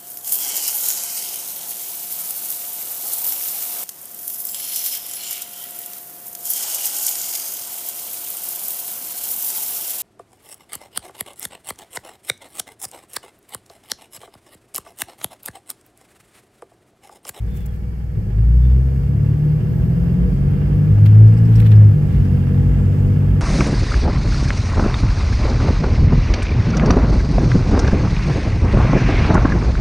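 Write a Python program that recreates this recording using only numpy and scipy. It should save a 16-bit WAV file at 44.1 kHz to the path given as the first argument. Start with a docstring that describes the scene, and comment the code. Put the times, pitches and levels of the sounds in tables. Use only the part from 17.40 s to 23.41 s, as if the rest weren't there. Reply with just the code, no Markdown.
"""You hear a six-cylinder turbo-diesel pickup from inside the cab: it idles, pulls away and shifts up once.
The engine booms in sine tones that sweep past the cab's standing waves, over thuds and bursts of knock noise.
Filtered noise makes the road rumble and rushing air; a low tone swells and fades at each bump in the road.
A gliding tone makes the turbo whistle and the steering wheel's squeaks; short noises make a hand rubbing
the wheel and loose trim ticking."""
import sys
import numpy as np
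from scipy import signal
from scipy.fft import rfft, irfft
from scipy.io import wavfile
from scipy.ndimage import uniform_filter1d

SR = 44100
rng = np.random.default_rng(int(sys.argv[2]) if len(sys.argv) > 2 else 0)


def transcribe(u):
    """Save the signal u as a 16-bit wav file named by the first command-line argument.

    u: samples, shape (n,) or (channels, n), limited to [-1, 1]; the rate is SR.
    q: integer samples, one column per channel.
    """
    v = np.clip(np.atleast_2d(u).T, -1, 1)
    q = np.round(v * 32767).astype(np.int16)
    wavfile.write(sys.argv[1], SR, q)


N = 265041
TIME = np.arange(N) / SR
FREQS = np.maximum(np.fft.rfftfreq(N, 1 / SR), 1)
CRUISE_HZ = 100  # firing rate from which engine growth is counted

# tone colour of the engine block through the bulkhead: (frequency [Hz], relative level [dB])
BLOCK_COLOUR = [(60, -27.5), (90, -2.5), (110, -0.5), (150, 2), (185, -6.5), (215, -7.5), (280, -10),
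                (320, -13.5), (370, -13), (430, -16), (485, -16), (560, -22), (800, -28.5), (1200, -39.5)]


def undb(db):
    """Turn decibels into gain."""
    return 10 ** (np.asarray(db) / 20)


def unit(x):
    """Scale to an average strength (rms) of 1."""
    return x / np.sqrt(np.mean(x ** 2))


def curves(table):
    """Join each column of a table of (time, ..) rows by straight lines."""
    s, *columns = np.transpose(table)
    return [np.interp(TIME, s, column) for column in columns]


def spectrum(table):
    """Join each column of a table of (frequency, ..) rows on a log-frequency axis."""
    hz, *columns = np.transpose(table)
    return np.array([np.interp(np.log(FREQS), np.log(hz), column) for column in columns])


def shape(x, gain):
    """Filter by a gain for each frequency, then scale to rms 1."""
    return unit(irfft(rfft(x) * gain, N))


def noise():
    """Unrelated white noise left and right."""
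    return rng.standard_normal((2, N))


def walk(rate):
    """Smooth random wandering that changes about rate times a second, with rms 1."""
    step = max(int(SR / rate), 1)
    held = rng.standard_normal(N)[np.arange(N) // step]
    return unit(uniform_filter1d(held, step))


def pan(db):
    """Left and right gains that make the left louder than the right by db."""
    return undb(np.array([[db], [-db]]) / 2)


def swell(s, length):
    """A smooth rise and fall around time s."""
    return np.exp(-2 * ((TIME - s) / length) ** 2)


def peak(hz, width):
    """A resonance's gain at each frequency, falling to half at the edges of its width."""
    return 1 / (1 + (2 * (FREQS - hz) / width) ** 2)


def lift(resonances):
    """Boost in dB that a table of resonances gives to each frequency."""
    return sum(db * peak(centre, width) for centre, width, db in resonances)


def ring(x, resonances):
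    """Pass sound through resonances that take time to build up and die away (minimum phase)."""
    cepstrum = irfft(np.log(undb(lift(resonances))), N)
    cepstrum[1:] *= 2
    response = irfft(np.exp(rfft(cepstrum[:N // 2], N)), N)[:SR]
    return signal.fftconvolve(x, response[None], axes=1)[:, :N]


def colour(table):
    """Gain of a source's tone colour, lifted by the cab and falling away above the table's last point."""
    # panels and air in the cab that resonate: (frequency [Hz], width [Hz], boost [dB])
    cab_panels = [(197, 36, 6.5), (251, 50, -0.5), (280.2, 3.1, 6), (366.3, 9.3, 6.5), (429, 20, 6.5),
                  (484.5, 18.2, 9.5), (831, 18, 6.5), (1080, 74, 1), (1680, 40, 4.5), (1730, 51, 1.5),
                  (1880, 28, 5.5), (2240, 400, 1.5), (4850, 53, -1.5)]
    fall = np.minimum(table[-1][0] / FREQS, 1) ** 6
    return undb(spectrum(table) + lift(cab_panels)) * fall


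def reflections(wet=.42, decay_s=.012, above_hz=450):
    """Windscreen and dashboard add a dense, very short echo that combs the treble on each side."""
    t = TIME[:SR // 10]
    tail = rng.standard_normal((2, len(t))) * np.exp(-t / decay_s)
    tail /= np.sqrt(np.sum(tail ** 2, axis=1, keepdims=True))
    return 1 + wet * rfft(tail, N) / (1 + (above_hz / FREQS) ** 2)


def in_cab(pair, table):
    """Colour two unrelated signals and make left and right alike by a set amount at each pitch."""
    # how alike the two sides are: (frequency [Hz], likeness [-1 to 1])
    side_likeness = [(60, 0.86), (125, 1), (250, 0.43), (500, 0.87), (1000, -.1), (2000, 0), (4000, 0)]
    alike = np.clip(spectrum(side_likeness)[0], -1, 1)
    mid, side = rfft(pair) * np.sqrt([1 + alike, 1 - alike])
    sides = np.array([mid + side, mid - side])
    return unit(irfft(sides * colour(table) * reflections(), N))


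def whistle(hz, waver, waver_rate, side_db):
    """A gliding tone smeared by fast wavering of its pitch."""
    turns = np.cumsum(hz * (1 + waver * walk(waver_rate))) / SR
    return np.sqrt(2) * np.sin(2 * np.pi * turns) * pan(side_db)


def friction(hz, octaves, grain_db=1.5):
    """Grainy friction noise in one broad band."""
    band = np.exp(-.5 * (np.log2(FREQS / hz) / octaves) ** 2)
    return shape(noise() * undb(grain_db * walk(350)), band)


def whine():
    """Narrow steady bands of noise, probably the cab blower, heard mostly at idle."""
    # the bands: (frequency [Hz], width [Hz], level [dB])
    whine_bands = [(826, 12, -62.5), (1744, 45, -68), (1890, 120, -68.5), (2260, 160, -65.5)]
    return sum(shape(noise(), peak(hz, width)) * undb(db) for hz, width, db in whine_bands)


def air(knock_drive_db):
    """Intake and vents rush as filtered noise: more air is drawn as the engine works harder."""
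    # tone colour of the rush: (frequency [Hz], relative left level [dB], relative right level [dB])
    air_colour = [(2000, -4.5, -6), (3870, -2, -4), (4520, 0.5, 7.5), (5240, 1, 5.5), (5970, -5, -5.5),
                  (6240, 3, 1.5), (7400, -2, -3.5), (7400, -2.5, 1.5), (9600, 4.5, 1.5), (9600, 7.5, -2.5),
                  (13300, 2, -18), (14500, 0.5, -19), (15700, -2.5, -20)]
    gulp_db = 1.2 * swell(1.35, 0.33)  # a gulp as the pedal goes down
    db = 0.5 * knock_drive_db - 31.5 + gulp_db + .5 * walk(9.4)
    return in_cab(noise(), air_colour) * undb(db)


def road(bounce_hz=55.2):
    """Tyre rumble comes through the springs; each bump rocks the cab for a few cycles."""
    # rumble from road roughness: (time [s], level [dB])
    roughness = [(0, -30.5), (.75, -45), (1.1, -32), (2.2, -23), (3, -20), (4.2, -21), (6, -21.5)]
    # tone colour of the cab on its springs: (frequency [Hz], relative level [dB])
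    spring_colour = [(15, -39.5), (25, -30), (34, -12.5), (45, 6), (55, 4), (66, 7.5), (85, -1), (120, 0),
                     (190, -5.5), (300, -28), (700, -51)]
    # bumps in the road: (middle [s], length [s], level [dB])
    road_bumps = [(1.64, 0.049, -19.5), (2.412, .035, -16), (2.613, 0.062, -23.5), (2.84, 0.079, -15.5),
                  (3.296, 0.076, -20), (3.562, 0.055, -18), (4.188, 0.082, -19.5), (4.789, 0.06, -13),
                  (5.309, 0.18, -16), (5.901, 0.1, -18)]
    out = in_cab(noise(), spring_colour) * undb(curves(roughness)[0])
    for s, length, db in road_bumps:
        rocking = np.sin(2 * np.pi * (bounce_hz * TIME + rng.random()))
        out = out + np.sqrt(2) * undb(db) * swell(s, length) * rocking
    return out


def ticks(decay_s=0.012):
    """Loose plastic trim ticks: each tick starts at once, rings at the trim's pitches and dies away."""
    # the ticks: (time [s], level before panning [dB])
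    trim_ticks = [(3.875, -50), (3.937, -49), (3.972, -46), (3.986, -56), (4.053, -48.5), (4.155, -40),
                  (4.36, -48), (4.85, -50)]
    # what the trim rings with: (frequency [Hz], width [Hz], relative level [dB])
    trim_tones = [(2300, 1500, -6.5), (5000, 410, -0.5), (4900, 380, -4), (5570, 130, 4), (8100, 1200, -5),
                  (12300, 4000, -14)]
    blows = 0
    for s, db in trim_ticks:
        blows = blows + undb(db) * (TIME >= s) * np.exp(-np.abs(TIME - s) / decay_s)
    response = sum(undb(db) * peak(hz, width) for hz, width, db in trim_tones)
    return shape(noise(), response) * blows * pan(-2.5)


def rubs():
    """Rasp and hiss swell and fade as the wheel slips through the hand; later it swishes back to centre."""
    # rubs and scuffs: (middle [s], length [s], rasp level [dB], hiss level before panning [dB])
    hand_slips = [(.18, .14, -55, -58), (.166, .018, -62, -52), (.262, .007, -56, -43),
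                  (.35, .04, -59, -61), (3.665, .012, -37.5, -46), (4.2, .14, -46, -55),
                  (4.205, .007, -42, -48), (4.268, .011, -39.5, -52), (4.323, .014, -39, -57),
                  (4.76, .14, -51, -70)]
    rasp = friction(1900, octaves=.8)
    hiss = friction(11500, octaves=.7, grain_db=3.5) * pan(12)
    out = friction(7150, octaves=.23) * swell(5.503, 0.43) * undb(-64) * pan(-9.5)  # soft swish, on the right
    for s, length, rasp_db, hiss_db in hand_slips:
        out = out + swell(s, length) * (rasp * undb(rasp_db) + hiss * undb(hiss_db))
    return out


def squeaks(flicker_db=3.5):
    """The turning steering wheel squeaks unevenly: quick start, fade, and a pitch that arches and sags."""
    # the squeaks: (start [s], length [s], level before panning [dB])
    wheel_squeaks = [(.065, .33, -63.5), (1.2, .22, -68)]
    top_hz, top_s, sag_hz_per_s, arch_s, attack_s = 3540, .08, 1800, .04, .025
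    out = 0
    for s, length, db in wheel_squeaks:
        age = np.clip(TIME - s, 0, length)
        hz = top_hz - sag_hz_per_s * (np.hypot(age - top_s, arch_s) - arch_s)
        envelope = np.minimum(age / attack_s, 1) * (1 - (age / length) ** 2)
        loudness = envelope * undb(db + flicker_db * walk(60))
        out = out + whistle(hz, waver=0.0041, waver_rate=1800, side_db=-6) * loudness
    return out


def turbo(flicker_db=2.5):
    """The blade tone climbs steadily as the turbo spools up, heard only around its loudest moment."""
    loudest_s, length_s, level_db = 2.48, .39, -70.5  # level before panning
    loudest_hz, rise_hz_per_s = 13880, 4800
    hz = np.clip(loudest_hz + rise_hz_per_s * (TIME - loudest_s), 0, SR / 2)
    loudness = swell(loudest_s, length_s) * undb(level_db + flicker_db * walk(45))
    return whistle(hz, waver=.012, waver_rate=900, side_db=16.5) * loudness


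def knock(firings, knock_drive_db, depth=0.59, decay=0.64, scatter_db=4.0, flicker_db=.5):
    """Each firing gives a burst of combustion noise of random strength, dying away until the next."""
    # tone colour of the knock: (frequency [Hz], relative left level [dB], relative right level [dB])
    knock_colour = [(200, -11.5, -6), (450, -0.5, 7), (570, -8, 6), (796, 5, 1.5), (960, -1.5, 2),
                    (1220, -2, 2.5), (1700, -4.5, -1), (2220, -9.5, -2), (2870, -10, -4),
                    (3560, -14, -13.5), (4330, -21, -27), (5000, -30.5, -16), (6300, -28.5, -32.5),
                    (10000, -58.5, -60.5)]
    sizes = undb(scatter_db * rng.uniform(-2.2, 1.9, N))[firings.astype(int)]
    gate = 1 + depth * sizes * np.exp(-(firings % 1) / decay)  # decay counts in firing intervals
    bursts = in_cab(noise() * gate * undb(flicker_db * walk(20)), knock_colour)
    return bursts * undb(knock_drive_db + 4.5)


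def growl(firing_hz, firings, thud_drive_db, flutter_db=1.8, boost_db=8):
    """Higher multiples of the firing rate swell and fade as each crosses a panel resonance."""
    # the tones: (multiple of the firing rate [x], relative level [dB])
    growl_orders = [(3, -3.5), (3.5, -10.5), (4, -5), (4.5, -16.5), (5, -11.5), (6, -14)]
    response = colour(BLOCK_COLOUR)[0]
    out = 0
    for multiple, db in growl_orders:
        flutter = undb(boost_db + db + flutter_db * walk(18))
        gain = np.interp(multiple * firing_hz, FREQS, response) * flutter
        out = out + gain * np.sin(2 * np.pi * (multiple * firings + rng.random()))
    return out * undb(thud_drive_db)


def thuds(firings, thud_drive_db, scatter_db=2.5, ring_s=0.04, loose=0.84, count=6):
    """Each cylinder shakes the cab along its own path, so the pattern repeats every two crank turns."""
    starts = np.flatnonzero(np.diff(np.floor(firings)))
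    sizes = undb(scatter_db * rng.standard_normal(len(starts)))
    t = TIME[:SR // 5]
    out = 0
    for cylinder in range(count):
        pulses = np.zeros((1, N))
        pulses[0, starts[cylinder::count]] = sizes[cylinder::count]
        path = rng.standard_normal((2, len(t))) * np.exp(-t / ring_s)
        out = out + signal.fftconvolve(pulses, path, axes=1)[:, :N]
    # even out the strength that denser firings would add; growth is set below
    even = unit(out / np.sqrt(np.gradient(firings)))
    block = in_cab(even + loose * noise(), BLOCK_COLOUR)
    # the deep part is there at idle already; the harder part grows more with speed
    deep = irfft(rfft(block) / (1 + (FREQS / 205) ** 12), N)
    hard = block - deep
    return deep * undb(0.46 * thud_drive_db - 9.5) + hard * undb(thud_drive_db + 6.5)


def boom(octaves, firings, load_db, flutter_db=1.0, side_db=0.74, lag_turns=0.012):
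    """The firing tone, its octave and two half orders set the cab's standing waves ringing as they sweep."""
    # the tones before the standing waves: (multiple of the firing rate [x], level at cruise [dB],
    # growth [dB per octave of speed], growth [dB per dB of load])
    boom_orders = [(1, -36, 10, 1.8), (1.5, -39.5, 14, -0.1), (2, -35.5, 8, 0.12), (2.5, -45, 8.5, 2.94)]
    # the cab's standing waves, and one null: (frequency [Hz], width [Hz], boost [dB])
    cab_waves = [(58, 25, 32), (74.3, 2.9, -11.5), (91.3, 19, 1.5), (105.35, 9.5, 19), (122.56, 28.2, 16),
                 (140.5, 13.4, 9.5), (149.7, 3.6, 14.5), (169.75, 31.5, 14), (191.95, 25, 1.5),
                 (246, 15, 3)]
    out = 0
    for k, (multiple, cruise_db, growth_db, load_gain) in enumerate(boom_orders):
        db = cruise_db + growth_db * octaves + load_gain * load_db
        # later tones in the table are shifted further between the two sides
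        turns = multiple * firings + rng.random() + k * lag_turns * np.array([[0], [1]])
        out = out + np.sqrt(2) * undb(db + flutter_db * walk(25)) * np.sin(2 * np.pi * turns)
    return ring(out, cab_waves) * pan(side_db)


def scene():
    """Engine speed and load drive the engine and air layers; road, turbo and cab noises join them."""
    # idle, pull-away in first gear, upshift, second gear: (time [s], firing rate [Hz])
    engine_speed = [(0, 39.66), (.73, 40.22), (1.03, 57.56), (1.15, 60.4), (1.6, 67.9), (2.4, 81.24),
                    (2.8, 87.57), (3, 93.7), (3.35, 99.23), (3.62, 104.9), (3.8, 108), (4.03, 112.5),
                    (4.2, 110.7), (4.58, 97.84), (4.75, 95.13), (5, 92.4), (5.45, 95.78), (6, 98.1)]
    # load, easing for the shift and pulling harder in second: (time [s], load [dB, weighted by each layer])
    engine_load = [(0, 2.5), (.8, 1.67), (1.1, 0.26), (2.1, 1), (3.3, -0.5), (4.3, 2.5), (4.6, -.5),
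                   (4.85, 5), (6, 3)]
    firing_hz, load_db = curves(engine_speed)[0], curves(engine_load)[0]
    firings = np.cumsum(firing_hz) / SR  # running count of firings
    octaves = np.log2(firing_hz / CRUISE_HZ)
    # drives: how hard the layers are pushed, in dB; each layer adds its own offset
    thud_drive_db = -31 + 9.5 * np.minimum(octaves, np.log2(87 / CRUISE_HZ))  # no growth above 87 Hz
    knock_drive_db = -47 + 7.5 * octaves + 0.54 * load_db
    background = whine() + air(knock_drive_db) + road()
    cab = ticks() + rubs() + squeaks()
    engine = turbo() + knock(firings, knock_drive_db) + growl(firing_hz, firings, thud_drive_db)
    engine = engine + thuds(firings, thud_drive_db) + boom(octaves, firings, load_db)
    return background + cab + engine


def record(dry, notch_hz=9800, notch_q=5, top_hz=15700):
    """The microphone port notches the treble; peaks are held softly near full scale and the top is cut."""
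    ported = signal.lfilter(*signal.iirnotch(notch_hz, notch_q, fs=SR), dry)
    eased = ported * np.minimum(np.minimum(TIME, TIME[::-1]) / .005, 1)  # 5 ms fades at both ends
    held = eased / (1 + (eased / 1.02) ** 12) ** (1 / 12)
    return signal.sosfilt(signal.ellip(10, .1, 80, top_hz, fs=SR, output="sos"), held)


dry = scene()
out = record(dry)
transcribe(out)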